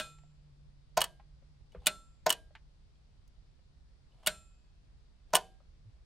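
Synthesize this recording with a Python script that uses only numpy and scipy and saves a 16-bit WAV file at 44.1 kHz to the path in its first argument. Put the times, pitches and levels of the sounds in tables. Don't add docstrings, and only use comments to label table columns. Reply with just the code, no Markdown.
import sys
import numpy as np
from scipy import signal
from scipy.fft import rfft, irfft
from scipy.io import wavfile
from scipy.ndimage import uniform_filter1d

SR = 44100
rng = np.random.default_rng(int(sys.argv[2]) if len(sys.argv) > 2 else 0)


def dump_mix(stems):
    frames = np.atleast_2d(stems).T
    limited = np.clip(frames, -1, 1)
    pcm = np.round(limited * 32767).astype(np.int16)
    wavfile.write(sys.argv[1], SR, pcm)


def invert_db(level):
    return 10 ** (np.asarray(level, dtype=float) / 20)


N = 266893

# t/s, peak level/dB, long ring level/dB, ring tilt/(dB per octave)
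CLACKS = [
    (-.013, -11.5, -22.5, 1.4),
    (1.8684, -12.5, -23, -0.77),
    (4.2708, -13.5, -21.5, -0.65),
]
RATTLE_DB = {"thump": -32, "snap": -27, "clack": -23}


def evened(x):
    return x / np.sqrt(np.mean(x ** 2) + 1e-20)


def read(points, hz):
    f, value = np.transpose(points)
    return np.interp(np.log(hz + 1), np.log(f + 1), value)


def coloured(x, points):
    hz = np.fft.rfftfreq(len(x), 1 / SR)
    return irfft(rfft(x) * invert_db(read(points, hz)), len(x))


def add(mix, s, sound):
    at = round(s * SR)
    sound = sound[max(-at, 0):]
    part = mix[max(at, 0):][:len(sound)]
    part += sound[:len(part)]


def ring(modes, t, tilt_db=0):
    total = 0
    for k, (hz, db, t60) in enumerate(modes):
        fade = invert_db(db + tilt_db * np.log2(hz / 3000) - 60 * t / t60)
        total = total + (-1) ** k * fade * np.sin(2 * np.pi * hz * t)
    return total


def cracking(noise, crack, rattle_s, crack_t60, treble_t60, u):
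    after = np.maximum(u - .5 * rattle_s, 0)
    noise = evened(coloured(noise, crack))
    bass = signal.lfilter(*signal.butter(2, 4500, fs=SR), noise)
    return bass * invert_db(-60 * after / crack_t60) + (noise - bass) * invert_db(-60 * after / treble_t60)


def shimmering(wash, wash_db, wash_t60, t):
    # f/Hz, level/(dB per Hz)
    shimmer = [(150, -18.5), (600, 2), (1500, -8), (3500, -1.5), (6000, -8.5), (9000, -6.5), (12500, -13.5),
               (16500, -24)]
    peaky, top_hz, top_t60 = 1.6, 13000, .15
    lines = rfft(wash)
    wash = irfft(lines * abs(lines) ** peaky, len(wash))
    wash = evened(coloured(wash, shimmer)) * invert_db(wash_db - 60 * t / wash_t60)
    dull = signal.sosfiltfilt(signal.butter(6, top_hz, fs=SR, output="sos"), wash)
    return dull + (wash - dull) * invert_db(-60 * t / top_t60)


def blows(rows, modes, rings, crack, crack_t60, treble_t60, rattle_db, rise_s, wash_db, wash_t60):
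    out, t = np.zeros(N), np.arange(SR * 3 // 4) / SR
    u = t[:4096]
    short = ring(modes, u) * (1 - np.exp(-u / rise_s))
    for (s, db, rattle_s, crack_db, ring_db, tilt_db), long_modes in zip(rows, rings):
        rattle, noise = rng.standard_normal((2, 4096))
        contact = invert_db(rattle_db - 20 * u / max(rattle_s, 1e-4)) * rattle
        contact[0] = 1
        body = signal.fftconvolve(short, contact)[:4096]
        burst = cracking(noise, crack, rattle_s, crack_t60, treble_t60, u)
        lasting = ring(long_modes, t, tilt_db)
        lasting[:16384] += shimmering(rng.standard_normal(16384), wash_db, wash_t60, t[:16384])
        sound = invert_db(ring_db) * lasting * (1 - np.exp(-t / 0.0038))
        sound[:4096] += body / abs(body).max() + invert_db(crack_db - 6) * burst * np.minimum(u / .0005, 1)
        add(out, s, invert_db(db) * sound)
    return out


def clacks():
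    # f/Hz, level/dB, t60/s
    relay = [(150, -21.5, .1), (195, -19.5, 0.11), (620, -11, .12), (1438, -6, 0.048), (1497, -9.5, .08),
             (1606, -13.5, 0.15), (2500, -3, .035), (3510, 4, 0.028), (4192, -3, 0.021), (8220, -7.5, .02),
             (9800, 4, .02), (12500, -6.5, 0.029)]
    # f/Hz, t60/s, level/dB for each clack
    relay_ring = [(615, 0.095, -1, -5.5, -3), (1340, 0.43, -6.5, -7, -14), (1488, .16, -15, -12, -16.5),
                  (2490, .3, -6, -26, -24.5), (2547, 1.2, -39, -42, -33), (3990, .28, -29, -30, -20),
                  (4185, 0.31, -14, -11, -15), (5805, .25, -36, -35, -23.5), (6230, .4, -30, -24, -30),
                  (6795, 0.42, -37, -28, -28), (7144, .6, -31, -32.5, -27), (7392, 0.61, -22, -19, -17.5),
                  (8183, 0.16, -19.5, -25.5, -30.5), (8760, .3, -17.5, -19.5, -13),
                  (8900, 0.45, -28, -19.5, -20)]
    # f/Hz, t60/s, level/dB for each clack
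    relay_pair = [
        (3470, .26, -21, -21, -19),
        (3553, .34, -13, -13, -22),
    ]
    # f/Hz, level/(dB per Hz)
    relay_crack = [(150, -17.5), (1500, -6), (2400, -2.5), (3500, -1.5), (6000, -6.5), (9700, -2),
                   (11500, -9), (14000, -15), (15800, -11), (17000, -22)]
    metal = sorted(relay_ring + relay_pair)
    rings = [[(hz, dbs[k], t60) for hz, t60, *dbs in metal] for k in range(len(CLACKS))]
    rattle_s = .0028
    rows = [(s, db, rattle_s, 0, ring_db, tilt_db) for s, db, ring_db, tilt_db in CLACKS]
    return blows(rows, relay, rings, relay_crack, crack_t60=0.064, treble_t60=0.036,
                 rattle_db=RATTLE_DB["clack"], rise_s=0.00026, wash_db=-11, wash_t60=0.31)


def air():
    # f/Hz, level/(dB per Hz)
    quiet = [(10, -30.5), (25, -11), (45, 0.5), (80, -12.5), (130, -16.5), (200, -25.5), (300, -33),
             (1000, -41.5), (2500, -46), (4800, -44), (6500, -53), (9000, -56.5), (10300, -61),
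             (11500, -85)]
    # f/Hz, correlation
    likeness = [(30, .55), (70, .6), (150, .65), (300, .25), (600, .05), (15000, .05)]
    # f/Hz, level/dB
    lean = [(60, -2), (180, 0.5), (550, 0), (1650, 1), (4970, 2.5), (15000, 1.5)]
    rumble_db, hiss_db = -59, -74.5
    frames, hz = N // 512 + 5, np.fft.rfftfreq(2048, 1 / SR)
    a, b, c, d, patches = rng.standard_normal((frames, 1025, 5)).T
    patches = evened(uniform_filter1d(uniform_filter1d(patches, 20, 0), 6, 1))
    low = 1 / (1 + (hz[:, None] / 220) ** 4)
    shape = invert_db(read(quiet, hz))[:, None]
    same, left = np.clip(read(likeness, hz), -1, 1)[:, None], a + 1j * b
    right = same * left + np.sqrt(1 - same ** 2) * (c + 1j * d)
    z = np.array([left, right]) * invert_db(.7 * patches)
    z *= shape * invert_db(np.multiply.outer([.5, -.5], read(lean, hz)))[:, :, None]
    rumble = evened(signal.istft(z * low, nperseg=2048, noverlap=1536)[1][:, :N])
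    hiss = evened(signal.istft(z * (1 - low), nperseg=2048, noverlap=1536)[1][:, :N])
    return rumble * invert_db(rumble_db) + hiss * invert_db(hiss_db)


def hum():
    hum_hz, rise_s, rise_db = 146, .1, 7
    start_db, fade_db_per_s, rest_db = -58.5, 5, -75.5
    t = np.arange(N) / SR
    db = np.maximum(start_db - fade_db_per_s * t, rest_db) - rise_db * np.maximum(1 - t / rise_s, 0)
    waver = uniform_filter1d(rng.standard_normal((2, N)), 2500, 1)
    waver = evened(uniform_filter1d(waver, 2500, 1))
    turn = 2 * np.pi * np.cumsum(hum_hz + 4.1 * waver[0]) / SR
    swell_db = 2.2 * waver[1]
    return invert_db(db + swell_db) * np.sin(turn)


def touches():
    # t/s, tone level/dB, tone f/Hz, crack level/dB, crack centre f/Hz
    taps_and_creaks = [(.185, -68, 880, -61.5, 2500), (.235, -63, 700, -73, 1500),
                       (1.197, -53.5, 808, -63, 1400), (1.423, -64.5, 558, -76, 1000),
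                       (1.72, -63, 2960, -69, 4500), (1.7474, -42.5, 496, -55, 1103),
                       (1.803, -70, 3580, -81, 3000), (1.819, -59, 804.6, -71, 3000),
                       (2.506, -59, 600, -75, 1196), (2.5513, -53, 887, -47.5, 1900),
                       (2.955, -71.5, 3280, -82.5, 3360), (3.277, -79.5, 5050, -67, 6400),
                       (3.591, -69, 525, -74, 1514), (4.12, -69, 2960, -83, 3060),
                       (4.233, -65, 3070, -66, 2500), (5.305, -69, 630, -73, 5000),
                       (5.603, -62.5, 594, -66, 896)]
    beside = (.78, 1.31)
    base_t60, firm_db, doubling_db = .055, -62, 21
    out, t = np.zeros(N), np.arange(6000) / SR
    for s, db, hz, crack_db, crack_hz in taps_and_creaks:
        t60 = base_t60 * 2 ** ((db - firm_db) / doubling_db)
        cluster = [(hz * beside[0], -9, t60 * .7), (hz, 0, t60 * 1.05), (hz * beside[1], -7, t60 * .7)]
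        tones = ring(cluster, t)
        hump = [(crack_hz / 8, -30), (crack_hz / 1.4, -4), (crack_hz, 0),
                (crack_hz * 2.2, -8), (crack_hz * 4, -26), (crack_hz * 8, -50)]
        noise = evened(coloured(rng.standard_normal(6000), hump))
        dull = signal.lfilter(*signal.butter(2, 3500, fs=SR), noise)
        crack = invert_db(crack_db - 60 * t / t60) * (dull + (noise - dull) * invert_db(-60 * t / .09))
        add(out, s, (invert_db(db) * tones + crack) * np.minimum(t / .0012, 1))
    return out


def thumps():
    # t/s, peak level/dB, rattle length/s, long ring level/dB, ring tilt/(dB per octave)
    landings = [
        (0.9724, -15, .012, -32.5, 7),
        (2.2639, -15, 0.0061, -31, 6.5),
        (5.3351, -15.5, 0.0031, -30, -1.5),
    ]
    rebound = (5.369, -25, -0.0654, -22.5, -4)
    # f/Hz, level/dB, t60/s
    case = [(169.5, -16, .14), (348.5, -25, 0.15), (458.3, -14, 0.18), (631.4, -0.5, .085), (700, -4, 0.08),
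            (771, -6, 0.08), (1031, -8, 0.094), (905, -7, 0.092), (1324, -14, 0.036), (1465, -9, 0.092),
            (2510, -22.5, 0.044), (4584, -17, 0.032), (6300, -12, 0.011)]
    # f/Hz, level/dB, t60/s
    case_ring = [(635, 0, .22), (762, -9, .38), (1400, -13, .22), (1610, -16, .44), (4172, -18, .14),
                 (6300, -24, .25), (8166, -26, .2)]
    # f/Hz, level/(dB per Hz)
    case_crack = [(150, -30), (700, -11), (1500, 0.5), (3000, -6.5), (4600, -2), (6500, 0), (10500, -17.5),
                  (12600, -10), (14200, -14.5), (15800, -16), (17000, -30.5)]
    crack_db = -7.5
    graze_lead_s, graze_db, graze_rattle_s, graze_ring_db = .0032, -14, .003, -28
    rows = []
    for s, db, rattle_s, ring_db, tilt_db in landings + [rebound]:
        rows.append((s, db, rattle_s, crack_db, ring_db, tilt_db))
    for s, db, *_ in landings:
        rows.append((s - graze_lead_s, db + graze_db, graze_rattle_s, crack_db, graze_ring_db, 0))
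    return blows(rows, case, [case_ring] * len(rows), case_crack, crack_t60=0.094, treble_t60=.03,
                 rattle_db=RATTLE_DB["thump"], rise_s=0.00089, wash_db=-18, wash_t60=0.33)


def snaps():
    # t/s, peak level/dB, crack level/dB against the modes, long ring level/dB, gap to the bounce/s
    closings = [
        (1.0156, -14, -4.5, -33, .0249),
        (2.3028, -14, -1, -31.5, .0229),
        (5.3524, -12, -.5, -29, .0126),
    ]
    # t/s, peak level/dB, crack level/dB, long ring level/dB
    chatter = [
        (5.359, -26, 3, -44),
        (5.3835, -40, -11.5, -29.5),
    ]
    # lead t/s, level/dB against the clack, crack level/dB, long ring level/dB
    parting = [
        (.0088, -16.5, -1, -34.5),
        (.0074, -11, -7, -36),
    ]
    # f/Hz, level/dB, t60/s
    rocker = [(971, -16, 0.093), (1764, -13, 0.048), (2942, 2, 0.028), (3260, -11.5, .04),
              (4305, -10, 0.032), (4848, -12, 0.017), (6490, -10.5, 0.026), (8130, -7, 0.015),
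              (9020, -2, 0.023), (11540, -11, .012), (13050, -12.5, 0.016)]
    # f/Hz, level/dB, t60/s
    spring_ring = [(1612, -12, .46), (2940, -13, .28), (3090, -13, .3), (3560, -14, .3), (4250, -18, .25),
                   (4620, -17, .26), (6300, -21, .25), (7050, -22, .28)]
    # f/Hz, level/(dB per Hz)
    rocker_crack = [(150, -21), (1000, -2.5), (2200, -7.5), (3000, -2.5), (4000, -6), (6500, -6),
                    (9000, -1.5), (10800, -12.5), (12500, -4), (14300, -17.5), (15800, -15), (17000, -26)]
    meet_lead, meet_db, meet_ring_db = .41, -12.5, -32
    bounce_db, bounce_ring_db, light_crack_db = -13, -31, 1.5
    rattle_s = 0.0037
    hits = list(chatter)
    for s, db, crack_db, ring_db, gap_s in closings:
        hits.append((s - meet_lead * gap_s, db + meet_db, light_crack_db, meet_ring_db))
        hits.append((s, db, crack_db, ring_db))
        hits.append((s + gap_s, db + bounce_db, light_crack_db, bounce_ring_db))
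    for s, db, *_ in CLACKS:
        if s > 0:
            for lead_s, under_db, crack_db, ring_db in parting:
                hits.append((s - lead_s, db + under_db, crack_db, ring_db))
    rows = [(s, db, rattle_s, crack_db, ring_db, 0) for s, db, crack_db, ring_db in hits]
    return blows(rows, rocker, [spring_ring] * len(rows), rocker_crack, crack_t60=0.051, treble_t60=.025,
                 rattle_db=RATTLE_DB["snap"], rise_s=.0006, wash_db=-7, wash_t60=0.29)


def bumps():
    # t/s, level/dB, f/Hz, length/s
    pushes = [
        (1.58, -58, 101, 0.075),
        (1.745, -52, 172, 0.05),
        (1.763, -44, 57, 0.053),
        (5.841, -47.5, 106.4, 0.076),
    ]
    out = np.zeros(N)
    for s, db, hz, length in pushes:
        t = np.arange(0, length, 1 / SR)
        add(out, s, invert_db(db) * np.sin(2 * np.pi * hz * t) * np.hanning(len(t)))
    return out


def rubs():
    strokes = [
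        (1.7, 1.73, -71),
        (1.779, 1.855, -61),
        (4.08, 4.25, -62),
        (5.279, 5.327, -63),
    ]
    swell_db, bend, release_db_per_s = 24, .6, 170
    grain = invert_db(4 * evened(uniform_filter1d(rng.standard_normal(N), 150)))
    skin = [(200, -8), (700, 12), (2000, -4.5), (3200, 1.5), (6000, -16.5), (9000, -12.5),
            (13000, -24.5), (16000, -44)]
    noise = evened(grain * coloured(rng.standard_normal(N), skin))
    t, press = np.arange(N) / SR, np.zeros(N)
    for start, slip, db in strokes:
        to_go = np.clip((slip - t) / (slip - start), 0, 1)
        release_db = release_db_per_s * np.maximum(t - slip, 0)
        press += (t > start) * invert_db(db - swell_db * to_go ** bend - release_db)
    return noise * press


def spread(x):
    # f/Hz, level/dB
    side_spectrum = [(60, -4), (150, -16), (380, -21), (950, -23), (2380, -17), (5980, -8.5), (15000, -6)]
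    echoes = rng.standard_normal(768) * np.exp(-np.arange(768) / 130)
    side = signal.oaconvolve(x, echoes / np.linalg.norm(echoes))[:N]
    side = coloured(side, side_spectrum)
    return np.array([x + side, x - side])


def garage(x):
    # f/Hz, t60/s
    room_decay = [(200, 0.43), (1000, 0.16), (4000, 0.1), (10000, 0.051), (16000, 0.049)]
    taps = np.zeros((2, SR // 2))
    at = np.arange(200, SR // 2 - 20, 20) + rng.integers(0, 20, (2, (SR // 2 - 201) // 20))
    np.put_along_axis(taps, at, rng.choice([-1., 1.], at.shape), 1)
    taps = taps + 1.3 * taps[::-1]
    hz, t, z = signal.stft(taps, SR, nperseg=256)
    tail = signal.istft(z * invert_db(-60 * t / read(room_decay, hz)[:, None]), SR, nperseg=256)[1]
    return signal.fftconvolve(x[None], tail / np.linalg.norm(tail[0]), axes=1)[:, :N]


def scene():
    body_low_hz, garage_db = 118, -18
    tester = clacks() + touches() + thumps() + snaps() + rubs()
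    tester = signal.sosfilt(signal.butter(4, body_low_hz, "high", fs=SR, output="sos"), tester)
    return spread(tester) + invert_db(garage_db) * garage(tester) + bumps() + hum() + air()


def low_pass(x):
    return signal.sosfilt(signal.butter(12, 16880, fs=SR, output="sos"), x)


def record(dry):
    mic_top_hz = 16100
    heard = signal.oaconvolve(dry, signal.firwin(255, mic_top_hz, fs=SR)[None], "same")
    return low_pass(heard)


dry = scene()
out = record(dry)
dump_mix(out)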